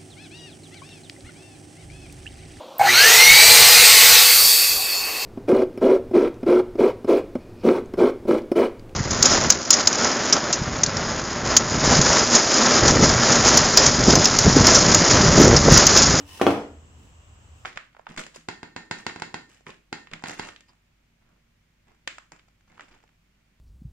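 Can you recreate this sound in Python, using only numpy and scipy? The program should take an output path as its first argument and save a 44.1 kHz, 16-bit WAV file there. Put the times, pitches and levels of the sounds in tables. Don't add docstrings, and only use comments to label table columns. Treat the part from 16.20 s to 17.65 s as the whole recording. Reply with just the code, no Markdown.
import sys
import numpy as np
from scipy import signal
from scipy.fft import rfft, irfft
from scipy.io import wavfile
from scipy.ndimage import uniform_filter1d

SR = 44100
rng = np.random.default_rng(int(sys.argv[2]) if len(sys.argv) > 2 else 0)


def log_audio(samples):
    frames = np.atleast_2d(samples).T
    limited = np.clip(frames, -1, 1)
    pcm = np.round(limited * 32767).astype(np.int16)
    wavfile.write(sys.argv[1], SR, pcm)


N = 63945
TIME, FREQ = np.arange(N) / SR, np.fft.rfftfreq(N, 1 / SR)

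# frequency in Hz, relative level in dB.
BLOW_COLOUR = [(22, -9.5), (60, 5), (130, 13), (200, 24), (310, 28), (480, 29.5), (700, 27.5), (1100, 20),
               (1750, 11.5), (2400, 7.5), (3100, 6), (3900, -1.5), (5600, -11.5), (8000, -26.5),
               (15500, -28)]
# frequency in Hz, relative level in dB, T60 in seconds.
WOOD_MODES = [(88.16, -29.5, .3), (118, -32.5, 0.38), (175, -30, 0.22), (186, -32, 0.29), (213.6, -35, .45),
              (287, -19, .44), (344, -21, .38), (460, -22, .42), (418, -29, .3), (565, -31, .28),
              (607, -30, .2), (662, -26, .26), (682, -26, .26), (778, -26, .18), (834, -27, .16),
              (899, -35, .25), (1037, -28, .16), (1150, -31, .22), (1355, -30, .24), (1492, -35, .2),
              (2558, -32.5, .12), (3264, -33, 0.0847), (274.5, -23.5, 0.23)]
# frequency in Hz, left-right correlation (no unit).
DIFFUSE_LIKENESS = [(100, .97), (300, .95), (650, .87), (1200, .35), (2500, .05), (12000, .15)]


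def amp(db):
    return 10 ** (np.asarray(db) / 20)


def unit(x):
    return x / np.sqrt(np.mean(x ** 2) + 1e-20)


def read(points, hz):
    f, value = np.transpose(points)
    return np.interp(np.log(hz + 1), np.log(f), value)


def delayed(x, delay_s):
    pad = np.zeros(x.shape[:-1] + (max(round(delay_s * SR), 0),))
    return np.concatenate([pad, x], axis=-1)[..., :N]


def smooth_noise(window_samples):
    return unit(uniform_filter1d(rng.standard_normal(N), window_samples))


def noise(gain, likeness):
    mid, side = rfft(rng.standard_normal((2, N)))
    same = np.clip(read(likeness, FREQ), -1, 1)
    mid = mid * np.sqrt(1 + same)
    side = side * np.sqrt(1 - same)
    return unit(irfft(np.array([mid + side, mid - side]) * gain, N))


def click(spectrum_db):
    cepstrum = irfft(np.log(amp(spectrum_db)), N)
    cepstrum[1:] *= 2
    cepstrum[N // 2:] = 0
    return irfft(np.exp(rfft(cepstrum)), N)


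def decay(time_s, t60_s):
    return np.exp(-np.log(1000) * time_s / t60_s)


def ventilation():
    # frequency in Hz, relative level in dB.
    air_colour = [(20, -28.5), (40, -11.5), (60, -12.5), (110, -10), (160, -22.5), (220, -22.5), (400, -28),
                  (550, -28), (1150, -26.5), (1500, -31.5), (2300, -35), (2850, -29), (3700, -39),
                  (4700, -42.5), (6200, -38.5), (7000, -35.5), (7750, -29.5), (8500, -48.5), (10000, -58.5),
                  (16000, -57)]
    # frequency in Hz, left-right correlation (no unit).
    air_likeness = [(130, 0.96), (290, 0.74), (640, .4), (1400, -0.26), (3100, -.1), (6800, 0.28),
                    (9000, .7), (15000, 0.61)]
    rumble_hz, half_width_hz = 77, 18
    waver_rms_hz, waver_window_s = 1.2, 0.061
    hum_db, rumble_db, hiss_db = -52.5, -54, -55

    hz = rumble_hz + waver_rms_hz * smooth_noise(int(waver_window_s * SR))
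    hum = np.sin(2 * np.pi * np.cumsum(hz) / SR)
    rumble = noise(1 / (1 + ((FREQ - rumble_hz) / half_width_hz) ** 2), air_likeness)
    hiss = noise(amp(read(air_colour, FREQ)), air_likeness)
    return amp(hum_db) * hum + amp(rumble_db) * rumble + amp(hiss_db) * hiss


def handling():
    start_s, rise_s, t60_s = 0.003, 0.0017, 0.27
    level_db, scuff_re_sine_db = -39, -8.5

    hz = max(WOOD_MODES, key=lambda row: row[1])[0]
    age_s = np.maximum(TIME - start_s, 0)
    colour = amp(read(BLOW_COLOUR, FREQ) / 2) / (1 + (FREQ / 6000) ** 4)
    scuff = amp(scuff_re_sine_db) * noise(colour, DIFFUSE_LIKENESS)
    envelope = np.minimum(age_s / rise_s, 1) * decay(age_s, t60_s)
    return amp(level_db) * envelope * (np.sin(2 * np.pi * hz * age_s) + scuff)


def rubbing():
    # time in seconds, hiss level in dB.
    slide_levels = [(0, -55), (.045, -63), (.085, -50), (.12, -47.5), (.165, -45), (.205, -48), (.26, -58),
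                    (.29, -70)]
    # frequency in Hz, relative level in dB.
    rub_colour = [(100, -13.5), (400, 3), (650, -7), (900, 4), (1400, -7.5), (3000, 0), (4500, -4.5),
                  (7500, -7), (10000, -6.5), (11300, -15), (12500, -11.5), (15500, -10.5)]
    # frequency in Hz, width in Hz, boost in dB.
    rub_peaks = [(1040, 60, 9), (1850, 150, 9), (2690, 80, 11), (2950, 100, 13), (5240, 90, 15),
                 (5950, 180, 10), (8970, 250, 6)]
    # centre in seconds, 1/e half length in seconds,
    # hiss level in dB, dull body level in dB.
    finger_strokes = [(0.66, .06, -84, -58.5), (0.835, 0.08, -66.5, -59), (1.412, 0.077, -68.5, -89)]
    grain_rms_db, grain_window_s = 1.5, 0.0022
    body_hz, body_half_width_hz = 212, 200

    colour_db = read(rub_colour, FREQ)
    for hz, width_hz, boost_db in rub_peaks:
        colour_db = colour_db + boost_db / (1 + (2 * (FREQ - hz) / width_hz) ** 2)
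    grain = smooth_noise(max(int(grain_window_s * SR), 1))
    hiss_gain = amp(np.interp(TIME, *np.transpose(slide_levels), right=-np.inf))
    body_gain = np.zeros(N)
    for centre_s, half_s, hiss_db, body_db in finger_strokes:
        stroke = np.exp(-((TIME - centre_s) / half_s) ** 2)
        hiss_gain = hiss_gain + amp(hiss_db) * stroke
        body_gain = body_gain + amp(body_db) * stroke
    body = noise(1 / (1 + ((FREQ - body_hz) / body_half_width_hz) ** 2), DIFFUSE_LIKENESS)
    hiss = amp(grain_rms_db * grain) * noise(amp(colour_db), DIFFUSE_LIKENESS)
    return hiss_gain * hiss + body_gain * body


def echoes(x):
    # left delay in seconds, right delay in seconds, level in dB.
    reflections = [(.0027, 0.0027, -21.5), (.0060, 0.0079, -12), (.0087, .0085, -17), (.0142, .0145, -17),
                   (0.018, 0.015, -13)]
    total = x
    for left_s, right_s, db in reflections:
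        total = total + amp(db) * np.array([delayed(x, left_s), delayed(x, right_s)])
    return total


def workshop(x):
    # frequency in Hz, T60 in seconds.
    room_t60 = [(80, .5), (250, .48), (500, .43), (1000, .41), (3000, .39), (7000, .39), (10000, .32),
                (14000, .27)]
    # frequency in Hz, level in dB.
    room_colour = [(60, 2), (170, 4), (300, 2), (600, -2), (1200, 2), (2500, 1), (6000, 4), (14000, 4)]
    delay_s, build_s, even_hz = 0.0011, 0.005, 14

    hz, frame_s, z = signal.stft(noise(1, DIFFUSE_LIKENESS), SR, nperseg=512)
    z = z * decay(frame_s, read(room_t60, hz)[:, None])
    spectrum = rfft(signal.istft(z, SR, nperseg=512)[1][:, :N])
    power = uniform_filter1d((abs(spectrum) ** 2).mean(0), max(int(even_hz * N / SR), 1))
    tail = irfft(spectrum / np.sqrt(power) * amp(read(room_colour, FREQ)), N)
    tail *= np.clip((TIME - delay_s) / build_s, 0, 1)
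    tail *= TIME < TIME[-1] / 2
    return signal.fftconvolve(x[None], tail, axes=1)[:, :N]


def bass(hz, db):
    return db / (1 + (hz / 520) ** 2)


def crunch():
    # frequency in Hz, relative level in dB.
    crunch_colour = [(200, -29), (1000, -4.5), (2000, 9), (3100, 9), (3900, 0), (5600, -1), (8000, -9.5),
                     (10000, -10), (11500, -16.5), (15500, -16)]
    # frequency in Hz, left-right correlation (no unit).
    crunch_likeness = [(1000, 0.71), (3000, .5), (12000, .55)]
    rise_s, fade_s = 0.0006, 0.0048

    burst = np.minimum(TIME / rise_s, 1) * np.exp(-TIME / fade_s)
    grit = amp(read(crunch_colour, FREQ))
    gain = np.sqrt(np.mean(grit ** 2) / np.sum(burst ** 2))
    return burst * gain * noise(grit, crunch_likeness)


def mode(hz, db, t60_s):
    return amp(db) * decay(TIME, t60_s) * np.sin(2 * np.pi * hz * TIME)


def tap():
    start_s, note_hz, note_db, note_t60_s = 0.1977, 1250, -27, 0.013
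    blow_db, crunch_db = -34.5, -21

    note = mode(note_hz, note_db, note_t60_s)
    blow = click(blow_db + read(BLOW_COLOUR, FREQ))
    return delayed(note + blow + amp(crunch_db) * crunch(), start_s)


def knocks():
    # start in seconds, force in dB, bass lift in dB,
    # crunch in dB re force, ring in dB re force.
    contacts = [(0.2142, -5, 5, 2, -7.5), (0.2170, -11.5, -5, 7.5, -15), (0.2669, 0.5, -0.5, -5, 1),
                (0.2756, -15, 2, 6, -14.5), (0.3059, -14, 4.5, 5, -9)]
    ring_rise_s = 0.002

    blows, rings, crunches = np.zeros(N), np.zeros(N), np.zeros((2, N))
    bank = np.array([(-1) ** k * mode(*row) for k, row in enumerate(WOOD_MODES)])
    bank = bank * np.minimum(TIME / ring_rise_s, 1)
    modes_hz = np.array(WOOD_MODES)[:, 0]
    colour_db = read(BLOW_COLOUR, FREQ)
    for start_s, force_db, bass_db, crunch_db, ring_db in contacts:
        blows -= delayed(click(force_db + colour_db + bass(FREQ, bass_db)), start_s)
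        crunches += amp(force_db + crunch_db) * delayed(crunch(), start_s)
        mode_gains = amp(force_db + ring_db + bass(modes_hz, bass_db))
        rings += delayed((mode_gains[:, None] * bank).sum(0), start_s)
    return blows, rings, crunches


def scene():
    ring_send_db, crunch_send_db, tap_send_db = -21.5, -1.5, 4

    blows, rings, crunches = knocks()
    touch = tap()
    room_send = blows + amp(ring_send_db) * rings
    room_send = room_send + amp(crunch_send_db) * crunches[0] + amp(tap_send_db) * touch[0]
    impacts = echoes(blows) + rings + crunches + touch
    return impacts + workshop(room_send) + rubbing() + handling() + ventilation()


def record(dry):
    treble_left_db, treble_hz = 1.9, 14000.0
    low_cut_hz, edge_hz = 27.4, 15900

    lean_db = treble_left_db * FREQ ** 4 / (FREQ ** 4 + treble_hz ** 4)
    x = irfft(rfft(dry) * amp([lean_db, -lean_db]), N)
    x = signal.sosfilt(signal.butter(2, low_cut_hz, "high", fs=SR, output="sos"), x)
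    band_limit = signal.firwin(401, edge_hz, window=("kaiser", 9), fs=SR)
    return signal.oaconvolve(x, band_limit[None], "same")


dry = scene()
out = record(dry)
log_audio(out)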